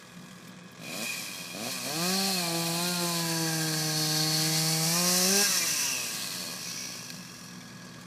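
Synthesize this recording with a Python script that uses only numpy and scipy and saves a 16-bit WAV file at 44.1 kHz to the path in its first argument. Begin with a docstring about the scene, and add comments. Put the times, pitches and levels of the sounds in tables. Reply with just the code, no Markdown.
"""Chainsaw in a garden

Heard from indoors, a two-stroke saw idles, revs twice, labours through a fallen trunk, breaks free
and coasts back to idle. Its firings pulse through the muffler and shake the housing and the bar
(the blade that guides the chain), while the chain rasps, jingles and hisses.
Another machine drones steadily farther off."""
import sys
import numpy as np
from scipy import signal
from scipy.fft import rfft, irfft, next_fast_len
from scipy.io import wavfile
from scipy.ndimage import uniform_filter1d, map_coordinates

SR = 44100
rng = np.random.default_rng(int(sys.argv[2]) if len(sys.argv) > 2 else 0)


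def bounce(signal):
    """Save signal as a 16-bit WAV file at the path given by the first command-line argument."""
    frames = np.transpose(np.atleast_2d(signal))
    limited = np.clip(frames, -1, 1)
    pcm = np.round(limited * 32767).astype(np.int16)
    wavfile.write(sys.argv[1], SR, pcm)


N = 355446
SECONDS = np.arange(N) / SR
IDLE_HZ, CLUTCH_HZ, WORK_HZ = 42.4, 60.5, 160  # engine turns a second: idling, clutch gripping, working
# pulls of the throttle, two short blips and the cut: opens_s, shuts_s
PULLS = [(.78, 1.05), (1.52, 1.70), (1.83, 5.43)]


def amp(db):
    """Turn decibels into a gain."""
    return 10 ** (np.asarray(db) / 20)


def unit(x):
    """Scale to an average power of 1."""
    return x / np.sqrt(np.mean(x ** 2) + 1e-20)


def along(points, hz):
    """Read between (pitch_hz, value) points on a log pitch scale."""
    pitches, values = np.transpose(points)
    return np.interp(np.log(hz + 1), np.log(pitches + 1), values)


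def curves(rows):
    """Give each column after the time one value per sample."""
    times, *columns = np.transpose(rows)
    return [np.interp(SECONDS, times, column) for column in columns]


def wobble(rate):
    """A smooth curve through `rate` random values a second."""
    knots = np.arange(N) * rate / SR
    grid = np.arange(0, knots[-1] + 1, .125)
    values = rng.standard_normal(int(knots[-1]) + 4)
    return np.interp(knots, grid, map_coordinates(values, [grid]))


def swell(middle_s, half_s):
    """A rounded, flat-topped bump of height 1."""
    return np.exp(-((SECONDS - middle_s) / half_s) ** 4)


def filtered(x, response):
    """Multiply each frequency in x by response(hz)."""
    size = 2 * next_fast_len(N // 2 + SR // 4)
    return irfft(rfft(x, size) * response(np.fft.rfftfreq(size, 1 / SR)), size)[:N]


def coloured(x, spectrum):
    """Shape the tone of x by (pitch_hz, gain_db) points, at power 1."""
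    def response(hz):  # built so that it rings only after each pulse
        cepstrum = irfft(np.log(amp(along(spectrum, hz))))
        return np.exp(rfft(2 * cepstrum[:len(cepstrum) // 2], len(cepstrum)))
    return unit(filtered(x, response))


def ringing(x, hz, width_hz):
    """Make x ring around a pitch that may glide, at power 1."""
    carrier = np.exp(2j * np.pi * np.cumsum(np.broadcast_to(hz, len(x))) / SR)
    pole = np.exp(-np.pi * width_hz / SR)
    return unit(np.real(carrier * signal.lfilter([1], np.poly([pole, pole]), x / carrier)))


def speed_db(speed, per_doubling):
    """Decibels gained above working speed, or lost below it."""
    return per_doubling * np.log2(speed / WORK_HZ)


def crank():
    """Engine speed and throttle: each pull revs up as far as the load allows, then the engine coasts."""
    # top speed under the chain's load: time_s, speed_hz
    load_limit = [(1.98, 162.5), (2.07, 182), (2.16, 192.2), (2.29, 195.1), (2.43, 171.3), (2.5, 167.2),
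                  (2.65, 167.1), (2.73, 167.2), (2.88, 178.2), (3.25, 165.9), (3.8, 155.5), (4.11, 154.7),
                  (4.72, 159.9), (4.84, 159.8), (4.99, 175.5), (5.25, 183.6), (5.32, 195.4), (5.42, 204.2)]
    open_s, shut_s, rev_hz_per_s = 0.028, 0.024, 292
    coast_s, drag_hz = 1.47, 480.7  # friction's slowing time; speed where air drag equals friction
    limit, = curves(load_limit)
    idle = IDLE_HZ * (1 + .025 * wobble(4))
    speed, throttle = idle, np.zeros(N)
    for opens, shuts in PULLS:
        climb = np.interp(opens, SECONDS, speed) + rev_hz_per_s * (SECONDS - opens)
        speed = np.where(SECONDS > opens, np.minimum(climb, limit), speed)
        top = np.interp(shuts, SECONDS, speed)
        fade = np.exp(-np.maximum(SECONDS - shuts, 0) / coast_s)
        coast = top * fade / (1 + top / drag_hz * (1 - fade))
        speed = np.where(SECONDS > shuts, np.maximum(coast, idle), speed)
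        opening = np.clip((SECONDS - opens) / open_s, 0, 1)
        throttle += opening * np.clip((shuts - SECONDS) / shut_s + .5, 0, 1)
    return speed, throttle


def firings(turns, speed, scatter_db, jitter):
    """One pulse a turn, less even in size and timing when the engine runs slowly."""
    whole = np.arange(1, int(turns[-1]))
    chance = rng.standard_normal((len(whole), 2))
    slow = speed.mean() / np.interp(whole, turns, speed)
    at = np.interp(whole + jitter * slow * chance[:, 0], turns, np.arange(N))
    size = np.sqrt(slow) * amp(scatter_db * np.minimum(slow, 2) * chance[:, 1])
    taps = at.astype(int)[:, None] + np.arange(-7, 9)
    offset = taps - at[:, None]
    shape = np.sinc(offset) * np.cos(np.pi * offset / 16) ** 2  # lets a pulse fall between samples
    return unit(np.bincount(np.clip(taps, 0, N - 1).ravel(), (size[:, None] * shape).ravel(), N))


def rattle(turns, speed, decay_s=0.0042, steady=0.85, grit_db=-0.1):
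    """Gritty noise that flares at each firing: uneven rattles at idle, a blur at speed."""
    age = turns % 1 / speed
    strength = amp(1.4 * rng.standard_normal(int(turns[-1]) + 1))[turns.astype(int)]
    flare = steady + strength * np.exp(-age / decay_s) * (1 - np.exp(-age / 0.00091))
    flare /= np.sqrt(np.abs(uniform_filter1d(flare ** 2, SR // 10)))
    return unit(flare * amp(grit_db * wobble(350)) * rng.standard_normal(N))


def far_machine():
    """A steady drone with tones that waver and beat."""
    # tone of the drone: pitch_hz, gain_db
    drone_tone = [(25, -41), (52, -21.5), (70, -20), (100, -17.5), (130, -11), (175, 2), (215, -11),
                  (270, -13), (400, -14.5), (490, -16), (840, -21), (1160, -13), (1380, -23.5),
                  (1620, -14.5), (2400, -41.5), (5000, -62)]
    # its hums: pitch_hz, start_db, unsteadiness (0-1), drift_db_per_s
    hums = [(119.8, -60.5, 0.02, 0.33), (165, -59, 0.9, -0.26), (182.5, -55.5, 0.76, -0.04),
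            (245, -59.5, 0.22, 0.37), (335, -68.5, 0.14, 0.17), (503, -63.5, 0.06, -1.34),
            (1666, -62.5, 0.07, 0.36)]
    # its slow rise in level: time_s, gain_db
    rise = [(.5, -1.5), (7.3, 0.5)]
    sound = amp(-50.5) * coloured(rng.standard_normal(N), drone_tone)
    for hz, db, unsteady, drift in hums:
        waver = 1 - unsteady + unsteady * (wobble(14) + 1j * wobble(14))
        hum = np.real(waver * np.exp(2j * np.pi * hz * SECONDS))
        sound += amp(db + drift * SECONDS) * unit(hum)
    return amp(curves(rise)[0]) * sound


def exhaust(turns, speed, throttle):
    """Gas pulses chuff with the throttle shut; open, they sputter, then bark and boom near full speed."""
    # tone with the throttle shut: pitch_hz, gain_db
    chuff_tone = [(35, -44), (60, -25), (130, 3), (250, 12), (380, 4), (600, 8), (880, -1), (1130, 9.5),
                  (1400, -13), (2000, -14), (3000, -15), (5000, -64), (8000, -95)]
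    # the chuff at working speed: time_s, level_db
    chuff_levels = [(.5, -45.5), (1.1, -43.5), (1.5, -44), (5.5, -44), (6.4, -39), (7.5, -42)]
    # tone with the throttle open at low speed: pitch_hz, gain_db
    blip_tone = [(60, -45), (130, 6), (240, 13), (330, 5), (420, 1.5), (560, 7.5), (720, 7), (870, -12),
                 (1100, 0.5), (1400, -8.5), (3000, -12), (8000, -34)]
    # strength of the muffler's lowest note: time_s, gain_db
    boom_gains = [(1.93, -43), (2.0, -32.5), (2.14, -29.5), (2.44, -35.5), (2.64, -33.5), (4.9, -30),
                  (5.21, -31.5), (5.33, -29.5), (5.42, -33)]
    chuff_db = curves(chuff_levels)[0] + speed_db(speed, 9.5) + 2.0 * wobble(7.4)
    pulses = firings(turns, speed, scatter_db=0.8, jitter=0.0012)
    gas = rattle(turns, speed, decay_s=0.014, steady=0.45, grit_db=-2.5)
    sputter = firings(turns, speed, scatter_db=1.3, jitter=.007) + .42 * gas
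    puffs = firings(turns, speed, scatter_db=1.1, jitter=.005) + .38 * gas
    open_db = -39 + speed_db(speed, 9) + swings_db()
    catch_db = -5 * np.clip(1 - (SECONDS - PULLS[0][0]) / 0.11, 0, 1)  # the first pull starts weak
    chuff = amp(chuff_db) * coloured(puffs, chuff_tone)
    blip = amp(open_db + 5.5 + catch_db) * coloured(sputter, blip_tone)
    boom = amp(curves(boom_gains)[0] - 2.0) * np.sqrt(2) * np.cos(2 * np.pi * turns + 1)
    roar = bark(pulses, gas, open_db) + boom
    fast = np.clip((speed - 130) / 30, 0, 1)
    return throttle * (fast * roar + (1 - fast) * blip) + (1 - throttle) * chuff


def putter(turns, speed, pop_share=.22):
    """At idle only some turns give a soft pop of the muffler."""
    starts = np.flatnonzero(np.diff(np.floor(turns)))
    chance = rng.random((len(starts), 2))
    idling = speed < CLUTCH_HZ
    pops = np.zeros(N)
    pops[starts] = (chance[:, 0] < pop_share) * (.5 + chance[:, 1]) * idling[starts]
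    return amp(-58) * np.sqrt(idling.mean()) * ringing(pops, 180, width_hz=51)


def clatter(turns, speed):
    """The piston and clutch tick, which stands out at idle."""
    # tone of the ticking: pitch_hz, gain_db
    clatter_tone = [(300, -21), (1100, -8), (2400, -0.5), (2850, -12), (3350, 0), (4000, -7.5),
                    (5300, -6.5), (7500, -7.5), (15000, -36)]
    knocks = rattle(turns, speed, decay_s=0.018, steady=0.09, grit_db=3.0)
    return amp(-56) * coloured(knocks, clatter_tone)


def chain(turns, speed):
    """Firings and loose links shake the saw's parts, louder with speed and softer as the clutch slips."""
    # the chain is jerked, breaks free or flaps: start_s, boost_db, fade_s
    jerks = [(.82, 7.5, 0.26), (5.32, 0.5, 0.97), (6.68, 5, 0.25)]
    jerk_db = sum(db * np.clip((SECONDS - s) / 0.041, 0, 1) * np.exp(-np.abs(SECONDS - s) / fade)
                  for s, db, fade in jerks)
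    jolts = firings(turns, speed, scatter_db=4.0, jitter=0.00093) * np.clip(speed / WORK_HZ, 0, 1)
    whine = sprocket(turns, speed)
    parts = housing_ring(turns, speed, jolts, whine) + bar_ring(turns, speed, jolts, whine, jerk_db)
    parts += teeth_rasp(turns, speed, jolts) + link_jingle(turns, speed, jolts)
    parts += chain_hiss(turns, speed, jolts, whine, jerk_db)
    bite_db = 0.31 * wobble(45) + 0.5 * wobble(14)  # the teeth catch unevenly
    clutch_db = -7.5 * np.clip((CLUTCH_HZ - speed) / (CLUTCH_HZ - IDLE_HZ), 0, 1)
    return amp(bite_db + clutch_db) * parts


def housing_ring(turns, speed, jolts, whine):
    """The shaken housing rings at two pitches."""
    # strength of the ring: time_s, gain_db
    housing_gains = [(1, -53), (2.15, -43.5), (2.55, -48.5), (3.08, -48), (3.24, -42), (4.38, -41),
                     (4.64, -50.5), (5.42, -42), (5.7, -45), (8, -38)]
    shake = rattle(turns, speed) + 1.4 * jolts + 0.079 * whine
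    ring = ringing(shake, 1618, width_hz=120) + amp(-8.0) * ringing(shake, 1940, width_hz=78)
    return amp(curves(housing_gains)[0] + speed_db(speed, 8) - 5.0) * ring


def bar_ring(turns, speed, jolts, whine, jerk_db):
    """The steel bar rings, muted as it sinks into the wood, until it breaks free."""
    # the bar's note: time_s, pitch_hz, waver (share of the pitch)
    bar_notes = [(1.1, 2460, .004), (2.1, 2475, 0.016), (4.9, 2420, .015), (5.35, 2580, .015),
                 (5.9, 2635, .03), (6.4, 2581, .03), (7.2, 2503, .02)]
    start_s, through_s, free_s = 1.8, 5.15, 5.29
    depth = np.interp(SECONDS, [start_s, through_s, free_s], [0, 1, 0])
    bar_db = -40.5 + speed_db(speed, 5.5) - 10 * depth + jerk_db
    hz, waver = curves(bar_notes)
    hz = hz * (1 + waver * wobble(45))
    steel = ringing(rattle(turns, speed) + .7 * jolts + .1 * whine, hz, width_hz=240)
    overtone = ringing(rattle(turns, speed) + .4 * jolts, 3280, width_hz=210)
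    return amp(bar_db - 4.5 + 0.36 * wobble(35)) * steel + amp(bar_db - .5 * jerk_db - 9.5) * overtone


def teeth_rasp(turns, speed, jolts):
    """The teeth rasp in a broad band of noise with a narrow core."""
    # strength of the rasp: time_s, gain_db
    rasp_gains = [(1.7, -38), (2.15, -37.5), (2.5, -36), (3.7, -37.5), (4.34, -27.5), (4.7, -37),
                  (5.45, -42.5), (5.85, -43.5), (6.25, -31.5), (8, -29)]
    # its pitch, higher deep in the wood: time_s, pitch_hz
    rasp_pitches = [(1.1, 4080), (2.1, 4350), (3.0, 4170), (3.4, 4440), (4.3, 4450), (4.9, 4560),
                    (5.8, 3930), (6.6, 4430)]
    hz, = curves(rasp_pitches)
    broad = ringing(rattle(turns, speed) + 0.8 * jolts, hz, width_hz=1530)
    core = ringing(rattle(turns, speed) + 0.48 * jolts, hz, width_hz=410)
    rasp_db = curves(rasp_gains)[0] + speed_db(speed, 9.5) - 3.0
    return amp(rasp_db + 0.63 * wobble(130) + 1.1 * wobble(14)) * unit(broad + amp(-3.5) * core)


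def link_jingle(turns, speed, jolts):
    """Links ring freely on a slow chain and smear on a fast one."""
    # strength of the jingle: time_s, gain_db
    link_gains = [(1, -42.5), (2.15, -34), (2.6, -62), (3.15, -48), (3.35, -37.5), (4.85, -28),
                  (5.33, -24.5), (5.55, -27.5), (5.87, -24.5), (6.25, -39), (6.76, -24), (7, -26), (8, -32)]
    slack = np.clip((125 - speed) / 45, 0, 1)
    loose = ringing(rattle(turns, speed), 5770, width_hz=940)
    loose += amp(-10.5) * ringing(rattle(turns, speed), 5070, width_hz=200)
    smeared = ringing(rattle(turns, speed) + 0.085 * jolts, 5760, width_hz=1280)
    jingle = np.sqrt(slack) * unit(loose) + np.sqrt(1 - slack) * smeared
    return amp(curves(link_gains)[0] + speed_db(speed, 7) - 7.5 + 0.63 * wobble(40)) * jingle


def chain_hiss(turns, speed, jolts, whine, jerk_db):
    """The running chain rubs and hisses, with a little sprocket whine."""
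    # tone of the hiss: pitch_hz, gain_db
    hiss_tone = [(600, -29.5), (1100, -3), (1400, -9.5), (1900, -1), (2200, -7.5), (2700, 0), (3020, -6.5),
                 (3300, -7), (3600, -9.5), (4050, 1.5), (5000, 3.5), (6400, 0.5), (7100, 1), (7800, 0.5),
                 (8500, 0.5), (10000, -2.5), (11300, -1), (13000, -6), (15300, -10)]
    # its strength: time_s, gain_db
    hiss_gains = [(.45, -35), (.6, -49), (.8, -38), (1, -37.5), (1.5, -39), (3.7, -37.5), (4.7, -34),
                  (5.25, -33), (5.5, -34), (6.85, -33), (7.4, -27.5), (7.85, -35.5)]
    hiss_db = curves(hiss_gains)[0] + speed_db(speed, 10.5) + 0.13 * jerk_db + 3.0
    flicker_db = 0.4 * wobble(24) + 0.5 * wobble(9.1)
    friction = coloured(rattle(turns, speed) + .36 * jolts, hiss_tone)
    return amp(hiss_db + flicker_db) * (friction + amp(-16.0) * whine)


def ticks(rise_s=0.0018, decay_s=0.013):
    """Loose links slap the bar in short bright ticks."""
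    # slaps of the slack chain: start_s, level_db, pitch_hz
    slaps = [(.311, -57, 7500), (.478, -51, 12000), (.635, -62, 12100), (.712, -53, 12500),
             (7.437, -50, 10000), (7.848, -48, 5150), (8.011, -48, 5490)]
    sound, age = np.zeros(N + SR), np.arange(SR // 8) / SR
    shape = np.exp(-age / decay_s) * (1 - np.exp(-age / rise_s))
    for s, db, hz in slaps:
        noise = ringing(rng.standard_normal(len(age)), hz, width_hz=8600)
        sound[round(s * SR):][:len(age)] += amp(db) * shape * noise
    return sound[:N]


def sprocket(turns, speed):
    """Links strike the toothed drive wheel in a fluttering whine once the clutch grips."""
    # tones of seven teeth, with a cutter on every second link: cycles_per_turn, gain_db
    tones = [(3.5, -15), (7, 3.5), (10.5, -2.5), (14, -4), (21, -0.5)]
    whine = sum(amp(db + 2.3 * wobble(15)) * np.cos(2 * np.pi * cycles * turns + 0.41 * wobble(45))
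                for cycles, db in tones)
    return unit(whine) * np.clip((speed - 55) / 40, 0, 1)


def singing(turns, speed):
    """Short metallic rings swell and fade as the rattling chain rubs in its groove."""
    # the rings: middle_s, half_length_s, pitch_hz, width_hz, level_db
    rings = [(1.095, 0.11, 2490, 110, -42.5), (1.1, .09, 1880, 120, -52), (1.25, 0.32, 3265, 130, -55),
             (1.05, .17, 7020, 300, -52), (2.196, 0.12, 5500, 200, -44), (2.2, .15, 4700, 150, -43),
             (2.2, .2, 4250, 220, -41), (2.8, 0.32, 4250, 200, -45), (2.353, 0.32, 8000, 280, -57),
             (2.751, .34, 9200, 450, -53), (2.799, .25, 11030, 300, -58), (3.44, .17, 6090, 240, -43),
             (3.55, 0.37, 1670, 150, -48), (3.698, 0.33, 8650, 350, -53), (4.0, 0.33, 6050, 350, -42),
             (4.8, .3, 8330, 400, -45), (5.42, .2, 5500, 380, -35.5), (5.6, 0.12, 1931, 130, -49),
             (5.7, .35, 5870, 250, -38.5), (5.901, 0.21, 2678, 330, -42), (6.0, .45, 8300, 449.8, -51),
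             (6.4, 0.24, 4400, 350, -50), (6.78, 0.18, 5685, 170, -46.5), (6.828, .18, 2260, 90, -53),
             (7.0, 0.49, 2670, 200, -57), (7.3, 0.34, 5580, 320, -52.5)]
    rub = rattle(turns, speed, decay_s=0.0038, steady=0.57, grit_db=1.5)
    rub += .6 * firings(turns, speed, scatter_db=2.5, jitter=.002) * np.clip(speed / WORK_HZ, 0, 1)
    sound = np.zeros(N)
    for s, half, hz, width, db in rings:
        near = np.abs(SECONDS - s) < 2 * half
        sound[near] += amp(db) * swell(s, half)[near] * ringing(rub[near], hz, width)
    return sound


def bark(pulses, gas, open_db):
    """At full throttle, hard pulses and rushing gas ring the muffler."""
    # tone of the muffler: pitch_hz, gain_db
    muffler_tone = [(60, -37), (190, -20), (270, 6.5), (310, 17.5), (350, 12), (400, 12.5), (470, 9),
                    (620, 5), (690, 9), (790, 6.5), (860, 6), (935, -10.5), (1030, 7.5), (1110, -0.5),
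                    (1220, -2), (1380, -8.5), (1600, -24.5), (2200, -6.5), (3000, -8), (8000, -51)]
    # strength of the bark's upper tones: time_s, gain_db
    upper_gains = [(1.95, -40), (2.0, -39), (2.3, -36), (2.35, -44.5), (2.43, -40), (3.89, -41.5),
                   (5.12, -39), (5.31, -39.5), (5.41, -36.5)]
    # bands of the bark that swell briefly: middle_s, half_length_s, pitch_hz, boost_db
    bands = [(2.051, 0.1, 1230, 11.5), (2.597, .2, 764, 6.5), (2.6, 0.23, 1188, 7.5),
             (2.93, 0.13, 1430, 15.5), (3.901, 0.98, 956, 7.5), (4.05, 0.49, 1260, 3),
             (5.1, 0.51, 480, 5.5), (5.1, 0.2, 1230, 11.5)]
    muffled = coloured(pulses + 0.015 * gas, muffler_tone) + amp(-14.5) * ringing(gas, 685, width_hz=235)
    upper = filtered(muffled, lambda hz: np.clip((hz - 500) / 150, 0, 1))
    sound = amp(open_db + 1.5 + 1.83 * wobble(16)) * (muffled - upper)
    sound += amp(curves(upper_gains)[0] - 0.4) * unit(upper)
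    for s, half, pitch, db in bands:
        band = filtered(sound, lambda hz: np.exp(-((hz - pitch) / 100) ** 2))
        sound += (amp(db) - 1) * swell(s, half) * band
    return sound


def whining(turns):
    """Single overtones of engine and chain stand out as thin, fluttering whines that follow the speed."""
    # the whines: middle_s, half_length_s, cycles_per_turn, level_db
    whines = [(2.2, .14, 3.5, -53), (2.35, 0.14, 14, -52), (2.604, .18, 14, -46), (3.0, .15, 28, -49),
              (3.36, 0.12, 28, -42), (3.85, 0.17, 29, -48), (4.25, 0.6, 28, -42.5), (4.3, .12, 28, -40),
              (4.25, 0.2, 10, -49), (4.4, 0.24, 13, -51.5), (4.55, 0.29, 14, -52.5), (4.5, .38, 21, -56),
              (4.6, 0.23, 24, -51), (4.95, 0.056, 14, -47), (5.4, 0.11, 8, -42), (5.406, 0.069, 13, -38.5),
              (5.52, 0.08, 10, -45.5), (5.623, 0.09, 12, -49), (5.56, .09, 14, -46), (5.954, .16, 21, -55)]
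    flutter = unit(amp(2.5 * wobble(40) + 1.5 * wobble(160)))
    drift = .55 * wobble(45) + .2 * wobble(220)
    tones = sum(amp(db) * swell(s, half) * np.cos(2 * np.pi * cycles * turns + drift)
                for s, half, cycles, db in whines)
    return flutter * np.sqrt(2) * tones


def swings_db():
    """The low part of the bark briefly dips or swells during the cut."""
    # the swings: middle_s, half_length_s, change_db
    swings = [(2.355, 0.089, -2.5), (2.956, 0.033, -9), (3.034, 0.031, 6.5), (4.792, 0.12, -7.5)]
    return sum(db * np.exp(-((SECONDS - s) / half) ** 2) for s, half, db in swings)


def room(x, build_s=0.0049, change_s=.4):
    """The walls add a short echo with little bass, which shifts as the listener moves."""
    # time an echo takes to fade by 60 dB: pitch_hz, fade_s
    fade_times = [(150, 0.5), (1500, 0.059), (10000, 0.027)]
    echoes = np.zeros(N)
    for s in np.arange(0, SECONDS[-1] + change_s, change_s):
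        hz, age, noise = signal.stft(rng.standard_normal(SR // 8), SR, nperseg=256)
        decay = amp(-60 * age / along(fade_times, hz)[:, None])
        _, tail = signal.istft(noise * decay, SR, nperseg=256)
        tail *= np.clip(np.arange(len(tail)) / SR / build_s, 0, 1)
        near = np.flatnonzero(np.abs(SECONDS - s) < change_s)
        blend = np.cos(np.pi / 2 * (SECONDS[near] - s) / change_s)
        echo = signal.fftconvolve(blend * x[near], tail / np.linalg.norm(tail))[:N - near[0]]
        echoes[near[0]:][:len(echo)] += echo
    bass_cut = [(250, -30), (900, -12), (2000, 0)]  # pitch_hz, gain_db
    return amp(-6.5) * filtered(echoes, lambda hz: amp(along(bass_cut, hz)))


def scene():
    """The saw, its echo and the far machine, the same in both channels."""
    speed, throttle = crank()
    turns = np.cumsum(speed * (1 + 0.001056 * wobble(25))) / SR  # engine turns so far
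    engine = exhaust(turns, speed, throttle) + putter(turns, speed) + clatter(turns, speed)
    saw = engine + chain(turns, speed) + singing(turns, speed) + whining(turns) + ticks()
    return np.tile(amp(-0.55) * (saw + room(saw)) + far_machine(), (2, 1))


def record(dry):
    """Cut off the very highest treble."""
    return np.array([filtered(x, lambda hz: hz < 15450) for x in dry])


dry = scene()
out = record(dry)
bounce(out)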